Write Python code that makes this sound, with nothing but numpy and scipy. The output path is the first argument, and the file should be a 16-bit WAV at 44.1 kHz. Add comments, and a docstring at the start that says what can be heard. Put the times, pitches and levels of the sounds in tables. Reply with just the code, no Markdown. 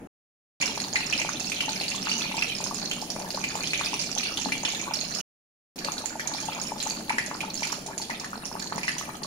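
"""Curry boiling in a clay pot

Thick curry boils in an open clay pot, close to a two-port microphone in a tiled kitchen.
Plops and pops are decaying sines of rising pitch with a noise tick; spits are swarms of tiny ones.
Filtered noise gives steam, hiss and rumble; resonances and decaying-noise echoes give pot and kitchen.
A moment with the lid on is followed by two stretches with it off, with silence between them."""
import sys
import numpy as np
from scipy import signal
from scipy.fft import rfft, irfft, next_fast_len
from scipy.io import wavfile
from scipy.ndimage import uniform_filter1d

SR = 44100
rng = np.random.default_rng(int(sys.argv[2]) if len(sys.argv) > 2 else 0)


def wrap_up_sound(samples):
    """Save the sound to the file named by the first command line argument, as 16-bit audio."""
    columns = np.atleast_2d(samples).T
    # keep every value between -1 and 1, then stretch to whole-number steps
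    tamed = np.clip(columns, -1, 1)
    steps = np.round(tamed * 32767).astype(np.int16)
    wavfile.write(sys.argv[1], SR, steps)


N = 408366

# loud bubble skins bursting at the surface, levels before trims, room and ports:
# t/s, cavity f/Hz, burst level/dB, level of the flurry set off/dB
BURSTS = [(0.6118, 2320, -19, -24), (0.6249, 2350, -17.5, -33.5), (0.658, 5570, -16.5, -44),
          (0.8007, 4290, -21.5, -55), (0.9568, 1986, -13, -31), (1.1257, 2460, -18.5, -25.5),
          (1.1777, 4860, -19, -26), (1.2161, 2360, -19, -41), (1.3985, 5300, -22.5, -46),
          (1.5189, 2490, -20, -35), (1.6064, 2925, -15.5, -28), (1.6911, 4280, -20, -35),
          (1.8123, 2610, -23, -47), (1.8346, 2750, -23, -48), (1.8812, 4410, -20.5, -46),
          (1.9502, 3320, -25.5, -51), (2.0942, 4460, -19.5, -16.5), (2.1165, 5800, -21, -33),
          (2.1799, 6500, -23, -24), (2.4229, 2570, -14.5, -41), (2.6401, 6410, -19.5, -47),
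          (2.745, 6860, -22, -48), (2.9129, 2975, -18, -42), (3.0155, 5390, -25.5, -46),
          (3.102, 5540, -18, -38), (3.3046, 4760, -21.5, -34), (3.4395, 2370, -19, -35),
          (3.5543, 6910, -22.5, -25), (3.634, 2460, -25.5, -27), (3.6733, 6070, -21, -36),
          (3.7334, 2400, -17, -32), (3.793, 2310, -23, -30.5), (3.8467, 5450, -21, -24),
          (3.9395, 2690, -21, -46), (3.9958, 4830, -18.5, -46), (4.0132, 5580, -21, -39),
          (4.177, 3230, -21, -24.5), (4.2319, 2790, -23, -46), (4.372, 3450, -19.5, -30),
          (4.5211, 2260, -17.5, -35), (4.6505, 2970, -17, -23.5), (4.7224, 6680, -25, -47),
          (4.7481, 3630, -22.5, -34), (4.9371, 5320, -16.5, -41), (5.1494, 5100, -19, -40),
          (5.1861, 5420, -23, -45), (5.7879, 4500, -26.5, -44), (5.847, 4540, -20, -30),
          (5.9194, 6730, -22, -55), (5.9802, 4230, -23, -38), (6.0579, 7050, -18, -32),
          (6.1959, 1770, -21, -37), (6.2738, 6400, -18, -39), (6.338, 4220, -24.5, -37),
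          (6.4021, 6390, -24, -46), (6.4543, 6970, -25.5, -46), (6.615, 6660, -21, -48),
          (6.8023, 4000, -22, -34), (6.8268, 7400, -18.5, -43), (6.8719, 6160, -23.5, -35),
          (6.899, 6600, -19.5, -28), (7.095, 2250, -16.5, -56), (7.1833, 1870, -13.5, -41),
          (7.262, 7050, -25, -53), (7.4056, 2390, -21.5, -42), (7.6307, 2240, -21.5, -37),
          (7.671, 4800, -23.5, -47), (7.7208, 5600, -20.5, -40), (7.8633, 7160, -24.5, -52),
          (7.979, 6970, -21, -35), (8.0163, 4390, -24.5, -35), (8.101, 1960, -24, -35),
          (8.198, 5370, -25.5, -45), (8.2448, 1820, -28.5, -54), (8.4542, 5780, -23.5, -55),
          (8.78, 1920, -28, -54), (8.8324, 2320, -22.5, -44), (8.88, 1920, -15, -36),
          (8.9822, 6190, -20, -32.5), (9.2327, 4630, -25, -40)]


def amp(db):
    """Level to amplitude: 20 dB is a factor of ten."""
    return 10 ** (np.asarray(db) / 20)


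def unit(x):
    """Normalisation to a root-mean-square of 1."""
    return x / np.sqrt(np.mean(x ** 2) + 1e-20)


def along(points, hz):
    """Linear interpolation of (f/Hz, value) points on a logarithmic frequency axis."""
    f, value = np.transpose(points)
    return np.interp(np.log(hz + 1), np.log(f + 1), value)


def filtered(x, response):
    """Linear filtering: the spectrum of x times a response of frequency."""
    m = next_fast_len(N + SR // 2)
    spectrum = rfft(x, m) * response(np.fft.rfftfreq(m, 1 / SR))
    return irfft(spectrum, m)[..., :N]


def resonant(x, modes):
    """Modal superposition: x plus its response in each (f/Hz, width/Hz, gain/dB) resonance."""
    def response(f):
        return 1 + sum(amp(db) * 1j * f * w / (c * c - f * f + 1j * f * w) for c, w, db in modes)

    return filtered(x, response)


def noise(spectrum, channels):
    """Coloured noise: uncorrelated channels of the given spectral density, jointly at rms 1."""
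    white = rng.standard_normal((channels, N))
    return unit(filtered(white, lambda hz: amp(along(spectrum, hz))))


def bubbles(s, hz, db, swell_ms, rise, tear, softness, size, lead_ms=0.22, spread_ms=0.098):
    """Cavity resonance: each ring swells, decays and rises in pitch as its hole widens; tearing adds a tick.
    Low softness makes the attack abrupt and the tail longer."""
    place, phase, side = rng.standard_normal((3, len(s), 1))
    index = (s * SR).astype(int)[:, None] + np.arange(size)
    # a wet skin tears softly: the noise is smoothed
    tick = 1.6 * uniform_filter1d(rng.standard_normal((len(s), size)), size=3, axis=1)
    swell = swell_ms[:, None] / 1000
    ports = []
    for sign in (1, -1):
        # the place in the pot sets how much sooner the left port hears it
        advance = sign * (lead_ms + spread_ms * place) / 2e3
        t = np.maximum(np.arange(size) / SR + advance - 2e-4, 0)
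        u = t / swell
        glide = 1 + rise * np.tanh(u / 2 - 1)
        cycles = hz[:, None] * np.cumsum(glide * np.diff(t, prepend=0), axis=1)
        envelope = (u * np.exp(1 - u)) ** softness
        ring = envelope * np.sin(2 * np.pi * (cycles + phase))
        tearing = tear * tick * (t > 0) * np.exp(-t / 0.00055)
        wave = amp(db[:, None] + sign * side) * (ring + tearing)
        ports.append(np.bincount(index.ravel(), wave.ravel(), N)[:N])
    return np.array(ports)


def swarm(rate, low_hz, high_hz, cycles, scatter_db, tear, size):
    """Random superposition: many small bubbles of random pitch, breaking in pairs; rms 1."""
    count = int(rate * N / SR)
    when, pitch, life, strength, delay = rng.random((count, 5)).T
    pair_start = when[np.arange(count) // 2 * 2] * N / SR
    s = pair_start + .03 * delay
    hz = low_hz * (high_hz / low_hz) ** pitch
    swell_ms = 1000 * cycles * 2 ** (2 * life - 1) / hz
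    return unit(bubbles(s, hz, scatter_db * strength, swell_ms, rise=0.019, tear=tear,
                        softness=0.23, size=size))


def plops(gulp_db=-10):
    """Cavity resonance of large pockets: a short, dull, rising note, then a weaker gulp as the sauce closes."""
    # large steam pockets opening low in the sauce, levels before room and ports:
    # t/s, f/Hz, peak level/dB, swell time/ms
    pockets = [(0.7755, 850, -22.5, 0.41), (0.9435, 800, -31.5, 1.8), (1.2484, 770, -23, 0.71),
               (1.2903, 1240, -20, 0.56), (1.6812, 850, -25.5, 1.7), (1.8109, 740, -29.5, 1.8),
               (2.0705, 1310, -20, 0.52), (2.3417, 930, -28, 1.5), (2.3782, 870, -27, 1.4),
               (2.6037, 860, -26, 0.62), (2.7103, 1100, -27, 1.6), (3.0238, 770, -26.5, 1.3),
               (3.1636, 910, -25, 0.39), (3.2138, 730, -30, 1.6), (3.3746, 1000, -22.5, 0.81),
               (3.5539, 824, -22.5, 0.74), (3.8111, 1130, -18, 0.44), (3.9318, 960, -25.5, 1.06),
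               (4.1638, 760, -28, 1.5), (4.4584, 760, -22.5, 0.82), (4.4635, 251, -27, 4.6),
               (4.635, 850, -24, 0.66), (4.7351, 780, -30.5, 1.1), (4.8767, 1090, -29, 2),
               (4.9096, 900, -25, 1.3), (5.8856, 1010, -19, 0.51), (6.0397, 840, -30, 1.5),
               (6.1551, 826, -27.5, 1.15), (6.4855, 840, -23, 1.5), (6.5886, 1030, -28, 0.57),
               (6.7187, 880, -24.5, 1.4), (6.8638, 830, -26.5, 1.8), (7.1035, 930, -20.5, 2),
               (7.313, 990, -20, 0.47), (7.3502, 1120, -25.5, 0.5), (7.4375, 870, -27.5, 1.5),
               (7.6227, 840, -24, 0.78), (7.7275, 1070, -20, 0.46), (7.9108, 830, -28, 0.53),
               (8.0971, 920, -27, 0.9), (8.3312, 1330, -25, 0.99), (8.3555, 935, -30, 0.64),
               (8.5145, 930, -29.5, 0.75), (8.553, 880, -24.5, 0.8), (8.7232, 1040, -18.5, 0.46),
               (8.7565, 220, -30, 3.0), (8.7803, 900, -20.5, 0.45), (9.0114, 1160, -27.5, 1.0),
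               (9.0918, 1060, -28.5, 0.88)]
    s, hz, db, swell_ms = np.transpose(pockets)
    delay, pitch = rng.random((len(s), 2)).T
    opening = bubbles(s, hz, db, swell_ms, rise=0.13, tear=0.098, softness=1.05, size=1200,
                      lead_ms=0.17, spread_ms=0.06)
    closing = bubbles(s + 0.00398 + 0.0091 * delay, hz * (.7 + 1.0 * pitch), db + gulp_db, .6 * swell_ms,
                      rise=0.093, tear=.1, softness=.9, size=1200, lead_ms=0.047)
    return opening + closing


def pops(spray_db=-14, spray_s=.007):
    """Film rupture: the burst cavity rings, then the torn film breaks into smaller pops of similar pitch."""
    s, hz, db, _ = np.transpose(BURSTS)
    # a 3 kHz cavity swells fully in 0.5 ms; larger, lower cavities take longer
    swell_ms = 0.5 * (3000 / hz) ** .2
    burst = bubbles(s, hz, db, swell_ms, rise=0.05, tear=0.41, softness=0.47, size=1000)
    parent = np.repeat(np.arange(len(s)), 4)
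    delay, pitch, strength = rng.random((len(parent), 3)).T
    shred_s = s[parent] - spray_s * np.log(delay + 0.001)
    shred_hz = hz[parent] * (.82 + .5 * pitch)
    shred_db = db[parent] + spray_db + 6 * strength
    shreds = bubbles(shred_s, shred_hz, shred_db, np.full(len(parent), .25),
                     rise=0.025, tear=0.3, softness=0.3, size=300)
    return amp(-2.2) * burst + shreds


def puffs(puff_db=-37, puff_s=0.014):
    """Jet noise: every burst lets out a puff of steam whose amplitude decays exponentially."""
    # steam escaping from a burst bubble: f/Hz, relative density/dB per Hz
    steam = [(400, -8.5), (1500, -9.5), (2500, -0.5), (3400, 0), (4500, 8), (7000, 6.5), (10000, -5.5),
             (15000, -7.5)]
    s, _, db, _ = np.transpose(BURSTS)
    release = np.bincount((s * SR).astype(int), amp(puff_db + 0.39 * (db - db.mean())), N)[:N]
    jet = signal.lfilter([1], [1, -np.exp(-1 / (puff_s * SR))], release)
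    return jet * noise(steam, channels=2)


def droplets(droplet_db=-22, flight_s=0.022):
    """Droplet impact: each burst throws two fine droplets that spit as they land."""
    s, _, db, _ = np.repeat(BURSTS, 2, axis=0).T
    delay, pitch = rng.random((2, len(s)))
    hz = 7800 * 1.55 ** pitch
    return bubbles(s + flight_s * delay ** 2, hz, db / 2 + droplet_db, np.full(len(s), .5),
                   rise=0.034, tear=.2, softness=0.45, size=400)


def boil(popping_flurry_db=-2.5, spitting_flurry_db=-2.5):
    """Addition of powers: a slow simmer plus an exponentially dying flurry after every loud burst."""
    # how hard it simmers between the loud bursts, before each layer's trim:
    # t/s, rumble level/dB, popping level/dB, spitting level/dB
    simmer_levels = [(0.7, -40.5, -44.5, -34.5), (2.3, -40.5, -38, -35), (2.55, -40.5, -35.5, -33.5),
                     (2.7, -39.5, -51, -36), (3.3, -41, -49.5, -37), (3.7, -39.5, -41, -36),
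                     (4.1, -40, -46.5, -36), (4.5, -40, -48, -35.5), (5.1, -41.5, -43.5, -37),
                     (5.8, -40, -49, -44), (6.15, -44, -62, -50), (6.5, -41, -43.5, -39),
                     (7.4, -41, -58.5, -44), (7.65, -42, -47, -32.5), (7.85, -43, -59, -52.5),
                     (8.4, -43.5, -55.5, -46), (8.6, -41, -54.5, -37), (9.2, -42.7, -51, -43.5)]
    knots, *columns = np.transpose(simmer_levels)
    rumble_db, popping_db, spitting_db = [np.interp(np.arange(N) / SR, knots, c) for c in columns]
    s, hz, _, flurry_db = np.transpose(BURSTS)
    # low bursts set off mostly pops, high ones spits; a quarter of every flurry is always spitting
    low_share = (1 - .25) / (1 + (hz / 3500) ** 6)

    def stirred(simmer_db, share, gain_db, fade_s):
        """Exponential decay of power after each burst, added to the simmer's power."""
        kicks = np.bincount((s * SR).astype(int), share * amp(flurry_db + gain_db) ** 2, N)[:N]
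        power = signal.lfilter([1], [1, -np.exp(-1 / (fade_s * SR))], kicks)
        return 10 * np.log10(amp(simmer_db) ** 2 + power)

    popping_db = stirred(popping_db, low_share, popping_flurry_db, fade_s=0.03)
    spitting_db = stirred(spitting_db, 1 - low_share, spitting_flurry_db, fade_s=0.017)
    return rumble_db, popping_db, spitting_db


def simmer(popping_db, spitting_db):
    """Superposed cavity rings all over the surface; the fizz at the hot rim follows the boil only loosely."""
    blips = swarm(rate=85, low_hz=540.5, high_hz=1807, cycles=0.46, scatter_db=13, tear=0.11, size=900)
    popping = swarm(rate=170, low_hz=2243, high_hz=4340, cycles=0.93, scatter_db=20.5, tear=0.29, size=500)
    spits = swarm(rate=220, low_hz=4140, high_hz=7593, cycles=0.82, scatter_db=35.5, tear=0.28, size=300)
    fizz = swarm(rate=900, low_hz=7890, high_hz=15500, cycles=2.2, scatter_db=8, tear=.1, size=200)
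    return (amp(-48) * blips + amp(popping_db - 4.0) * popping + amp(spitting_db - 6.0) * spits
            + amp(.3 * spitting_db - 36.0) * fizz)


def rumble(rumble_db):
    """Bubble collapse: steam collapses at the bottom of the pot and thuds through the thick sauce."""
    # the boil at the bottom of the pot: f/Hz, relative density/dB per Hz
    churn_colour = [(20, -5), (40, -15.5), (90, -8), (145, -4), (190, 0.5), (240, -4.5), (310, -2),
                    (480, -11), (750, -7), (1100, -24), (2000, -26), (5000, -56)]
    # low resonances of pot, stove top and kitchen corner: f/Hz, width/Hz, gain/dB
    body = [(118.5, 8, -5), (148.2, 13, 4), (192, 20, 3.5), (230.9, 7.5, 7), (259.3, 43, 1),
            (314.3, 7.1, 2.5), (396.7, 15, 3), (463, 8.8, 4.5), (553.5, 12, 1.5)]
    churn = noise(churn_colour, channels=1)
    # the part that differs between the ports is weakest in the bass
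    diffuse = filtered(noise(churn_colour, channels=2),
                       lambda hz: amp(along([(180, -19.5), (400, -3.0), (1000, -2)], hz)))
    thuds = swarm(rate=45, low_hz=169.0, high_hz=487, cycles=0.58, scatter_db=16.5, tear=.02, size=2600)
    return amp(rumble_db - 0.7) * unit(resonant(churn + diffuse + amp(-8) * thuds, body))


def stove():
    """Steady sources: a faint 60 Hz mains hum and stationary noise."""
    # steady hiss of stove and steam: f/Hz, relative density/dB per Hz
    hiss_colour = [(200, -8.5), (900, -3.5), (1600, -4.5), (4000, -19.5), (7000, -19), (11000, -10.5),
                   (16000, -21)]
    hum = amp(-59) * np.sin(2 * np.pi * 60 * np.arange(N) / SR)
    return hum + amp(-58.5) * noise(hiss_colour, channels=2)


def room(x, pot_db=-6, pot_t60=0.027):
    """Reverberation as decaying noise: quick echoes between pot wall and tiles, and the kitchen's tail."""
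    # the kitchen's reverberation time: f/Hz, t60/s
    kitchen_t60 = [(200, 1.1), (1000, 0.64), (2200, 0.41), (6000, .6), (14000, 0.2)]
    # colour of the kitchen's answer: f/Hz, relative level/dB
    kitchen_db = [(200, -4.5), (900, -11.5), (1400, -4), (2300, -0.5), (5000, -2), (12000, -6.5)]
    hz, t, z = signal.stft(rng.standard_normal((2, SR // 2)), SR, nperseg=128)
    late = amp(-60 * t / along(kitchen_t60, hz)[:, None])
    late = late / np.linalg.norm(late, axis=1, keepdims=True)
    early = amp(-60 * t / pot_t60)
    shape = late + amp(pot_db) * early / np.linalg.norm(early)
    colour = amp(along(kitchen_db, hz))[:, None]
    tail = signal.istft(z * shape * colour, SR, nperseg=128)[1] / 8
    delayed = np.pad(tail, ((0, 0), (SR // 500, 0)))  # the echoes start 2 ms late
    return signal.fftconvolve(x, delayed, axes=1)[:, :N]


def scene():
    """Insulation by the lid: while on, it mutes the surface sounds and softens the rumble by 4 dB."""
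    # air ringing between the sauce and the pot wall: f/Hz, width/Hz, gain/dB
    pot_air = [(867, 32, 3), (1131, 28, -9), (1928, 9.5, -4), (4286, 390, -3)]
    rumble_db, popping_db, spitting_db = boil()
    lid_on = np.arange(N) / SR < .5
    sources = plops() + pops() + puffs() + droplets() + simmer(popping_db, spitting_db)
    surface = resonant(sources, pot_air) * ~lid_on
    return surface + room(surface) + rumble(rumble_db - 4 * lid_on) + stove()


def record(dry):
    """Transducer response: each port colours the sound, gaps are silent and a steep low-pass limits the band."""
    # stretches that are heard: start t/s, end t/s
    stretches = [(0, .073), (.601, 5.213), (5.759, 9.3)]
    # colour of each microphone port: f/Hz, gain/dB
    left_port = [(400, 0.5), (1200, 3.5), (2500, 2), (4300, -1), (5500, -4), (6200, -14), (7000, -20.5),
                 (8000, -8.5), (9800, 4.5), (11200, -7.5), (12700, -2), (14500, -28)]
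    right_port = [(400, 0), (1200, 0.5), (2500, 5), (4300, 0.5), (5500, 4), (6900, 8), (8000, -1.5),
                  (9000, -30), (10100, -25), (12300, -7), (13500, -8), (15400, 0)]
    t = np.arange(N) / SR
    heard = sum((t >= start) & (t < end) for start, end in stretches)
    coloured = filtered(dry, lambda hz: amp([along(left_port, hz), along(right_port, hz)]))
    return filtered(coloured * heard, lambda hz: 1 / (1 + (hz / 15800) ** 160))


dry = scene()
out = record(dry)
wrap_up_sound(out)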